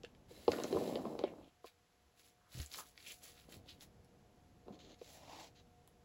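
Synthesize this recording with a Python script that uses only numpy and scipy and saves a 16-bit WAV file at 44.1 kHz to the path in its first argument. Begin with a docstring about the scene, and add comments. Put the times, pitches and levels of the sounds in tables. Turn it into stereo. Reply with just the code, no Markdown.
"""A turntable rumbles as gloved hands spin the painted board on it: tiny ticks of the bearing balls
make the board sound hollow. Fingers knock on the board and hands bump the table. After the spin,
gloves and a wad of paper towel rustle and crackle. Then a plastic spatula sticks and slips as it is
drawn through wet paint. It is all heard from close above, in a quiet room with a faint hum."""
import sys
import numpy as np
from scipy import signal
from scipy.fft import rfft, irfft, next_fast_len
from scipy.io import wavfile
from scipy.ndimage import uniform_filter1d

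SR = 44100
rng = np.random.default_rng(int(sys.argv[2]) if len(sys.argv) > 2 else 0)


def store_pcm(level_fs):
    """Save levels as 16-bit WAV."""
    pcm = np.round(np.clip(level_fs, -1, 1) * 32767).astype(np.int16)
    wavfile.write(sys.argv[1], SR, np.atleast_2d(pcm).T)


N = 266364
TIME = np.arange(N) / SR

# tone of the room's steady hiss: (frequency [Hz], relative level [dB])
AIR_TONE = [(25, -31), (65, 10.5), (130, -15), (300, -4.5), (1500, -7.5), (8000, -16), (12000, -19),
            (15500, -28)]
# the room's low rumble comes and goes: (time [s], level [dB])
ROOM_RUMBLE = [(0, -63), (1.45, -67), (1.6, -81), (3.1, -73), (3.6, -64.5), (6.04, -68)]
# tone of that rumble: (frequency [Hz], relative level [dB])
ROOM_RUMBLE_TONE = [(30, -9), (60, -0.5), (180, -5), (420, -14), (750, -17), (1600, -34.5)]
# the notes of the hum: (frequency [Hz], base level [dB])
HUM_NOTES = [(479, -83.5), (720, -81.5)]
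# sharp snaps of glove, paper and plastic: (time [s], level [dB], pitch [Hz])
SNAPS = [(0.0342, -47.5, 3100), (0.0475, -40.5, 2400), (.1495, -57, 2600), (0.518, -30, 3000),
         (0.6365, -31.5, 5230), (.641, -40, 1900), (1.192, -49, 6100), (2.571, -44.5, 5000),
         (2.617, -41, 6000), (2.6616, -38, 7600), (2.7395, -35.5, 3880), (2.787, -41.5, 1237),
         (2.977, -44.5, 2400), (3.107, -43, 3030), (3.809, -48, 4400), (4.047, -54, 6970),
         (5.876, -47.5, 11000)]
# knocks on the board: (time [s], peak [dB], boost of higher notes [dB per octave], click level [dB])
KNOCKS = [(0.038, -41.5, -2, -66), (0.311, -47, -7, -66), (0.4797, -14.5, 2.5, -31.5), (.518, -32, 14, -46),
          (.533, -30, 2, -57), (0.585, -31, 11, -42), (0.6, -30.5, 10, -42), (.642, -34.5, 9, -58),
          (0.7267, -24, -2, -40.5), (.747, -29, -3, -62), (.760, -25, 0, -60), (.769, -25, 6, -60),
          (.819, -31.5, -2, -58), (0.876, -32, 1, -46), (0.956, -30, 9, -37), (1.053, -31, 3, -53),
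          (1.191, -33.5, 7, -41), (1.238, -21, 3, -39.5), (1.643, -40.5, 11, -56), (4.682, -40, -1, -60),
          (5.014, -40, -0.5, -57), (5.876, -62, 11, -61.5)]
# the notes the board rings with: (frequency [Hz], relative level [dB], time to fade by 60 dB [s])
BOARD_NOTES = [(305, -12, 0.042), (404, -1, 0.03), (478, 1.5, 0.029), (565, -2.5, 0.025), (665, -3.5, 0.02),
               (835, -8, 0.016), (1020, -14, 0.017)]
# pushes that set the bearing rolling: (start [s], level [dB], time to speed up [s], time to stop [s])
PUSHES = [(.29, -60.5, 0.027, 1), (0.49, -42, 0.018, 0.53), (0.69, -38, 0.038, 0.78),
          (3.471, -62.5, 0.012, 0.29), (4.66, -54, 0.014, 0.17), (4.8, -59.5, 0.084, 0.098)]
# how fast the bearing turns, which sets its tone: (time [s], share of full speed [0-1])
SPIN_SPEED = [(.8, 0.22), (1.05, 0.16), (1.4, 0.055)]
# tone of the board when something rolls or drags on it: (frequency [Hz], relative level [dB])
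BOARD_TONE = [(50, -19), (90, -2.5), (170, -5), (245, -3), (305, -1.5), (370, -7), (480, -5), (670, -7),
              (820, -10), (1100, -10.5), (1600, -14)]
# faint notes of the steel track the balls run in: (frequency [Hz], relative level [dB])
STEEL_NOTES = [(1770, -7), (2090, -4), (3960, 1), (5150, -5), (7550, -7)]
# the bearing's sliding noise during the spin: (time [s], base level [dB])
BEARING_SLIDE = [(0.28, -81), (0.312, -73), (.475, -71), (.52, -62.5), (0.656, -65), (0.898, -64),
                 (0.992, -73), (1.5, -90.5)]
# hiss of anything that slides, glove and paper above all: (frequency [Hz], relative level [dB])
HISS_TONE = [(300, 0.5), (700, 0), (1200, -22), (2500, -9), (5000, -2), (7800, 1.5), (10000, 1),
             (15500, -4)]
# coarser crackle of folds and of the grinding bearing: (frequency [Hz], relative level [dB])
CRACKLE_TONE = [(600, -12), (1400, -4.5), (3500, -1), (4500, -1), (5200, -7.5), (8000, -33)]
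# soft bumps on the table: (time [s], peak [dB], pitch [Hz])
BUMPS = [(0.489, -43, 92), (0.749, -45.5, 86.5), (2.548, -44.5, 116.3), (2.572, -43, 119),
         (2.594, -37.5, 73.7), (3.566, -49, 92.4), (4.705, -42.5, 200)]
# the loose bearing rattles when shoved: (time [s], level [dB])
RATTLE_LEVEL = [(.505, -59), (.53, -51.5), (.645, -56.5), (.69, -68)]
# the notes of that rattle: (frequency [Hz], relative level [dB])
RATTLE_NOTES = [(1240, 2.5), (1400, 2), (1810, -0.5)]
# glove and paper towel strokes: (peak time [s], hiss level [dB], crackle level [dB], length [s])
STROKES = [(1.11, -71, -79, 0.032), (1.667, -62.5, -62.5, 0.027), (2.196, -67, -69, 0.037),
           (2.264, -67.5, -73.5, 0.045), (2.549, -56, -59.5, 0.048), (2.609, -51.5, -55, 0.042),
           (2.744, -52, -55.5, 0.046), (2.788, -48, -58.5, 0.028), (2.869, -63.5, -72, 0.049),
           (3.012, -66.5, -64.5, 0.081), (3.089, -53, -65, 0.062), (3.242, -55.5, -60.5, 0.035),
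           (3.284, -58.5, -60, 0.036), (3.379, -67, -67.5, 0.08), (3.524, -57, -59.5, 0.038),
           (3.698, -67, -62.5, 0.043), (3.821, -58, -61, 0.025)]
# a glove catches and scuffs: (peak time [s], level [dB], pitch [Hz], length [s])
SCUFFS = [(1.251, -57, 2400, 0.043), (1.447, -73.5, 2950, 0.06), (2.456, -75, 1224, 0.089),
          (2.796, -56, 1070, 0.035), (3.066, -54.5, 2830, 0.028), (3.105, -52.5, 2720, 0.018),
          (3.695, -54, 3600, 0.02)]
# short dry scrapes of the blade on the board: (start [s], length [s], level [dB])
DRY_SCRAPES = [(4.721, 0.037, -68), (4.786, 0.16, -66), (5.548, 0.056, -67.5)]
# tone of those scrapes: (frequency [Hz], relative level [dB])
DRY_SCRAPE_TONE = [(1500, -7), (2500, -3.5), (3200, 1.5), (4300, 2.5), (5400, -10.5), (6700, -2),
                   (8200, -21)]
# the long pull through the paint: (time [s], base rasp level [dB], base wet hiss level [dB])
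PAINT_PULL = [(4.98, -78, -101), (5.026, -65, -80), (5.14, -66, -67), (5.236, -70.5, -81),
              (5.418, -59, -78), (5.486, -67.5, -86), (5.505, -100, -103)]
# tone of the pull's rasp: (frequency [Hz], relative level [dB])
RASP_TONE = [(1300, -14), (2200, -5.5), (3000, -3), (4100, 0.5), (5200, -3), (7000, -5.5), (10000, -15)]
# the pressed blade rings and makes the board sound too: (time [s], base level [dB], blade pitch [Hz])
BLADE_PRESS = [(5.06, -75.5, 570), (5.3, -61.5, 840), (5.41, -58.5, 845), (5.499, -76.5, 660)]
# how alike the left and right microphones hear: (frequency [Hz], likeness [0-1])
LIKENESS = [(400, 0.8), (1000, 0.45), (2200, 0.27), (6000, 0.4), (9000, 0.99)]
# how much louder the left side is: (frequency [Hz], left minus right [dB])
LEFT_BOOST = [(120, 0.5), (500, 1.5), (1100, 1), (2800, 3), (7500, 0)]
# how far the right side's waves run ahead in the treble: (frequency [Hz], lead [half cycles])
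RIGHT_LEAD = [(6800, 0), (8800, 1), (9500, 1), (10600, 2), (11600, 2), (13000, 3), (13800, 3), (14700, 4)]


def undb(db):
    """Turn decibels into a number to multiply by."""
    return 10 ** (np.asarray(db) / 20)


def unit(x):
    """Scale a sound to an average strength (rms) of 1."""
    return x / np.sqrt(np.mean(x ** 2))


def along(points, hz):
    """Read between the rows of a (frequency, value) table, with octaves evenly spaced."""
    f, value = np.transpose(points)
    return np.interp(np.log(hz + 1), np.log(f), value)


def swell(table, column=1):
    """Smooth loudness curve from a table's dB column, silent before and after it."""
    rows = np.array(table)
    db = np.interp(TIME, rows[:, 0], rows[:, column], left=-np.inf, right=-np.inf)
    return uniform_filter1d(undb(db), size=128)


def shape(x, tone):
    """Give a sound the tone in a table, fading beyond its ends; strength 1."""
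    size = next_fast_len(N, True)
    hz = np.fft.rfftfreq(size, 1 / SR)
    low_cut = 1 + (.7 * tone[0][0] / (hz + 1)) ** 4
    high_cut = 1 + (.7 * hz / tone[-1][0]) ** 4
    gain = undb(along(tone, hz)) / np.sqrt(low_cut * high_cut)
    return unit(irfft(rfft(x, size) * gain, size)[..., :N])


def keep_band(x, kind, hz, order):
    """Keep the lows, the highs or a band between; a higher order cuts more sharply."""
    return signal.sosfilt(signal.butter(order, hz, kind, fs=SR, output="sos"), x)


def resonate(x, hz, q):
    """Keep the sound near one pitch; a higher q is narrower."""
    return signal.lfilter(*signal.iirpeak(min(hz, SR / 3), max(q, .7), fs=SR), x)


def ring_notes(x, notes, q):
    """Let a sound set several notes ringing; strength 1."""
    return unit(sum(undb(db) * unit(resonate(resonate(x, hz, q), hz, q)) for hz, db in notes))


def grains(per_s, spread_db, decay_s, smooth):
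    """Two noises that flare with the same random little slips, over a smooth share."""
    happens = rng.random(N) < per_s / SR
    sizes = undb(spread_db * np.minimum(rng.standard_exponential(N), 4.5))
    power = signal.lfilter([1], [1, -np.exp(-2 / (decay_s * SR))], happens * sizes ** 2)
    return np.sqrt(power / power.mean() + smooth) * rng.standard_normal((2, N))


def burst(db, hz, decay_s, q):
    """Noise around one pitch that starts at once and dies away."""
    fade = np.exp(-np.arange(SR // 8) / SR / decay_s)
    noise = resonate(rng.standard_normal((2, len(fade))) * fade, hz, q)
    noise = resonate(noise, hz, q=0.7)
    return undb(db) * unit(noise) * np.sqrt(np.mean(fade ** 2))


def ring(t, hz, decay_s, build_cycles):
    """A fading note that takes a cycle or so to build, so low notes arrive later."""
    build = 1 - np.exp(-(t * hz / build_cycles) ** 2)
    return np.sin(2 * np.pi * hz * t) * np.exp(-t / decay_s) * build


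def stroke(s, length_s, rise_share=0.4):
    """Power of a rub that swells to its peak at time s and dies a little more slowly."""
    power, near = np.zeros(N), np.abs(TIME - s) < 4 * length_s
    t = TIME[near] - s
    width_s = length_s * np.where(t < 0, rise_share, 1 - rise_share)
    power[near] = np.exp(-np.abs(t / width_s) ** 1.42)
    return power


def room_tone():
    """Steady hiss, a low rumble and two faint, slightly wavering notes of hum."""
    air = undb(-74) * shape(rng.standard_normal((2, N)), AIR_TONE)
    rumble = swell(ROOM_RUMBLE) * shape(rng.standard_normal((2, N)), ROOM_RUMBLE_TONE)
    hum = 0
    for hz, db in HUM_NOTES:
        waver = 0.61 * unit(resonate(rng.standard_normal((2, N)), hz, q=160))
        hum += undb(db) * (np.sqrt(2) * np.sin(2 * np.pi * hz * TIME) + waver)
    hum_rise = undb(np.interp(TIME, (2.1, 3.1), (-3, 3)))
    return air + rumble + hum * hum_rise


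def snap(db, hz, q, decay_cycles=3.7):
    """A fold lets go with a pop lasting a millisecond or so."""
    return burst(db, hz, decay_cycles / hz, q)


def snaps():
    """Glove, paper and plastic give single sharp pops."""
    out = np.zeros((2, N))
    for s, db, hz in SNAPS:
        add(out, s, snap(db, hz, q=1.23))
    return out


def add(track, s, sound):
    """Mix a short sound in at time s."""
    i = max(int(s * SR), 0)
    track[..., i:i + sound.shape[-1]] += sound[..., :N - i]


def knocks(scatter_db=3.5):
    """Fingers and blade tap the board: harder contact favours high notes, and each spot shifts the mix."""
    out, t = np.zeros((2, N)), np.arange(SR // 6) / SR
    spots = scatter_db * rng.standard_normal((len(KNOCKS), len(BOARD_NOTES)))
    for (s, db, boost_db, click_db), shifts in zip(KNOCKS, spots):
        notes = 0
        for (hz, note_db, fade_s), shift_db in zip(BOARD_NOTES, shifts):
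            octaves_up = np.log2(hz / BOARD_NOTES[0][0])
            note = ring(t, hz, fade_s / np.log(1000), build_cycles=1.1)  # a gloved fingertip is soft
            notes += undb(note_db + shift_db + boost_db * octaves_up) * note
        blow = keep_band(notes, "highpass", 230, order=4)
        add(out[0], s, undb(db) * blow / np.abs(blow).max())
        click = burst(click_db, hz=3080, decay_s=0.002, q=0.76)
        add(out, s, keep_band(click, "lowpass", 4900, order=8))  # soft things make little treble
    return out


def rolling_loudness(coast_power=1.05):
    """Each push speeds the bearing up, then friction slows it evenly; the rumble follows the speed."""
    power = 0
    for s, db, rise_s, coast_s in PUSHES:
        speed = np.interp(TIME, (s, s + rise_s, s + rise_s + coast_s), (0, 1, 0))
        power += (undb(db) * speed ** coast_power) ** 2
    return np.sqrt(power)


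def turntable():
    """Balls tick along their steel track; the board turns the ticks into a hollow rumble."""
    ticks = grains(per_s=540, spread_db=3.65, decay_s=0.0013, smooth=0.55)
    wide = shape(ticks, BOARD_TONE)
    narrow = unit(keep_band(wide, "bandpass", (170, 760), order=2))
    speed = np.interp(TIME, *np.transpose(SPIN_SPEED))
    rumble = speed * wide + (1 - speed) * narrow  # the tone narrows as the spin dies
    sliding = grains(per_s=920, spread_db=0.5, decay_s=0.0013, smooth=0.51)
    hiss = undb(5.5) * shape(sliding, HISS_TONE)
    grind = undb(4) * shape(sliding[::-1], CRACKLE_TONE)
    steel = undb(-0.5) * ring_notes(ticks, STEEL_NOTES, q=15)
    return rolling_loudness() * rumble + swell(BEARING_SLIDE) * (hiss + grind + steel)


def bumps(decay_cycles=1.8):
    """The heel of a hand meets the table: a low thud, and a flap of the loose cover."""
    out, t = np.zeros((2, N)), np.arange(SR // 4) / SR
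    for s, db, hz in BUMPS:
        thud = ring(t, hz, decay_cycles / hz, build_cycles=0.32)
        add(out[0], s, undb(db) * thud / np.abs(thud).max())
        flap = burst(db - 14.5, hz=262, decay_s=0.019, q=1)
        add(out, s, flap)
    return out


def rattle():
    """Loose balls chatter in their track just after the first hard shove."""
    chatter = grains(per_s=400, spread_db=4.0, decay_s=0.001, smooth=0.17)
    return swell(RATTLE_LEVEL) * ring_notes(chatter, RATTLE_NOTES, q=7.6)


def rustle():
    """Glove and paper rub: sliding fibres hiss, and buckling folds add a coarser, lower crackle."""
    hiss_power, fold_power = 0, 0
    for s, hiss_db, fold_db, length_s in STROKES:
        rub = stroke(s, length_s)
        hiss_power += undb(hiss_db) ** 2 * rub
        fold_power += undb(fold_db) ** 2 * rub
    hiss = shape(grains(per_s=800, spread_db=3.2, decay_s=0.0018, smooth=0.25), HISS_TONE)
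    folds = shape(grains(per_s=570, spread_db=3.7, decay_s=0.0015, smooth=0.45), CRACKLE_TONE)
    return np.sqrt(hiss_power) * hiss + np.sqrt(fold_power) * folds


def crinkles(per_s=110, centre_hz=4330, scatter_octaves=0.52, above_hiss_db=2, scatter_db=3.5):
    """Creases pop at random around the peak of each stroke, each with a pitch of its own."""
    out = np.zeros((2, N))
    for s, hiss_db, _, length_s in STROKES:
        creases = np.clip(rng.standard_normal((int(per_s * length_s), 3)), -2, 2)
        for when, pitch, size in creases:
            hz = centre_hz * 2 ** (scatter_octaves * pitch)
            db = hiss_db + above_hiss_db + scatter_db * size
            add(out, s + when * length_s / 2, snap(db, hz, q=2))
    return out


def scuffs(width_octaves=0.72):
    """A catching glove sticks and slips, making noise in one narrow band."""
    slips = grains(per_s=840, spread_db=5.0, decay_s=0.0032, smooth=0.41)
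    out = 0
    for s, db, hz, length_s in SCUFFS:
        edges_hz = hz * 2 ** (np.array([-.5, .5]) * width_octaves)
        scuff = unit(keep_band(slips, "bandpass", edges_hz, order=2))
        out += undb(db) * np.sqrt(stroke(s, length_s)) * scuff
    return out


def spatula(rise_s=0.0055, fall_s=0.0073):
    """The blade sticks and slips, wet paint hisses under it, and its pitch rises as it is pressed."""
    slips = grains(per_s=2000, spread_db=5.5, decay_s=0.0035, smooth=0.75)
    scraping = 0
    for s, length_s, db in DRY_SCRAPES:
        scraping += undb(db) * np.interp(TIME - s, (0, rise_s, length_s, length_s + fall_s), (0, 1, 1, 0))
    scrapes = scraping * shape(slips, DRY_SCRAPE_TONE)
    rasp = undb(1) * swell(PAINT_PULL) * shape(slips, RASP_TONE)
    wet = undb(4) * swell(PAINT_PULL, column=2) * shape(rng.standard_normal((2, N)), HISS_TONE)
    # keep only the noise within about 230 Hz of the blade's gliding pitch
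    times, _, hz = np.transpose(BLADE_PRESS)
    glide = np.exp(2j * np.pi * np.cumsum(np.interp(TIME, times, hz)) / SR)
    blade = unit(np.real(keep_band(slips / glide, "lowpass", 230, order=2) * glide))
    pressed = undb(1.5) * swell(BLADE_PRESS) * (blade + shape(slips, BOARD_TONE))
    return scrapes + rasp + wet + pressed


def room_echo(x, fade_s, echo_db):
    """Table and walls add a short, faint echo, thin in the bass; it drops 60 dB in fade_s."""
    t = np.arange(SR // 2) / SR
    tail = rng.standard_normal((2, len(t))) * np.exp(-np.log(1000) * t / fade_s) * (t > .004)
    for _ in range(2):
        tail = keep_band(tail, "highpass", 676, order=1)
    tail *= undb(echo_db) / np.sqrt(np.sum(tail[0] ** 2))
    return x + signal.fftconvolve(x[:1], tail, axes=1)[:, :N]


def scene():
    """Mix to left and right. Each source has two rows: what both sides share, and how they differ."""
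    sources = turntable() + rattle() + rustle() + crinkles() + scuffs()
    sources += spatula() + knocks() + bumps() + snaps()
    in_room = room_echo(sources, fade_s=0.13, echo_db=-7) + room_tone()
    size = next_fast_len(N + 2048, True)
    hz = np.fft.rfftfreq(size, 1 / SR)
    shared, differing = rfft(in_room, size)
    alike = along(LIKENESS, hz)
    side = np.array([[1], [-1]])  # left, right
    pair = shared * np.sqrt((1 + alike) / 2) + side * differing * np.sqrt((1 - alike) / 2)
    balance = undb(side * along(LEFT_BOOST, hz) / 2)
    return irfft(pair * balance, size)[:, :N]


def record(dry, top_hz=15850):
    """The two microphones fall out of step in the treble, and the very top is cut off."""
    size = next_fast_len(N + 2048, True)
    hz = np.fft.rfftfreq(size, 1 / SR)
    left, right = rfft(dry, size)
    lead = np.exp(1j * np.pi * np.interp(hz, *np.transpose(RIGHT_LEAD)))
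    pair = irfft(np.array([left, right * lead]), size)[:, :N]
    return signal.sosfilt(signal.ellip(10, .2, 70, top_hz, fs=SR, output="sos"), pair)


dry = scene()
out = record(dry)
store_pcm(out)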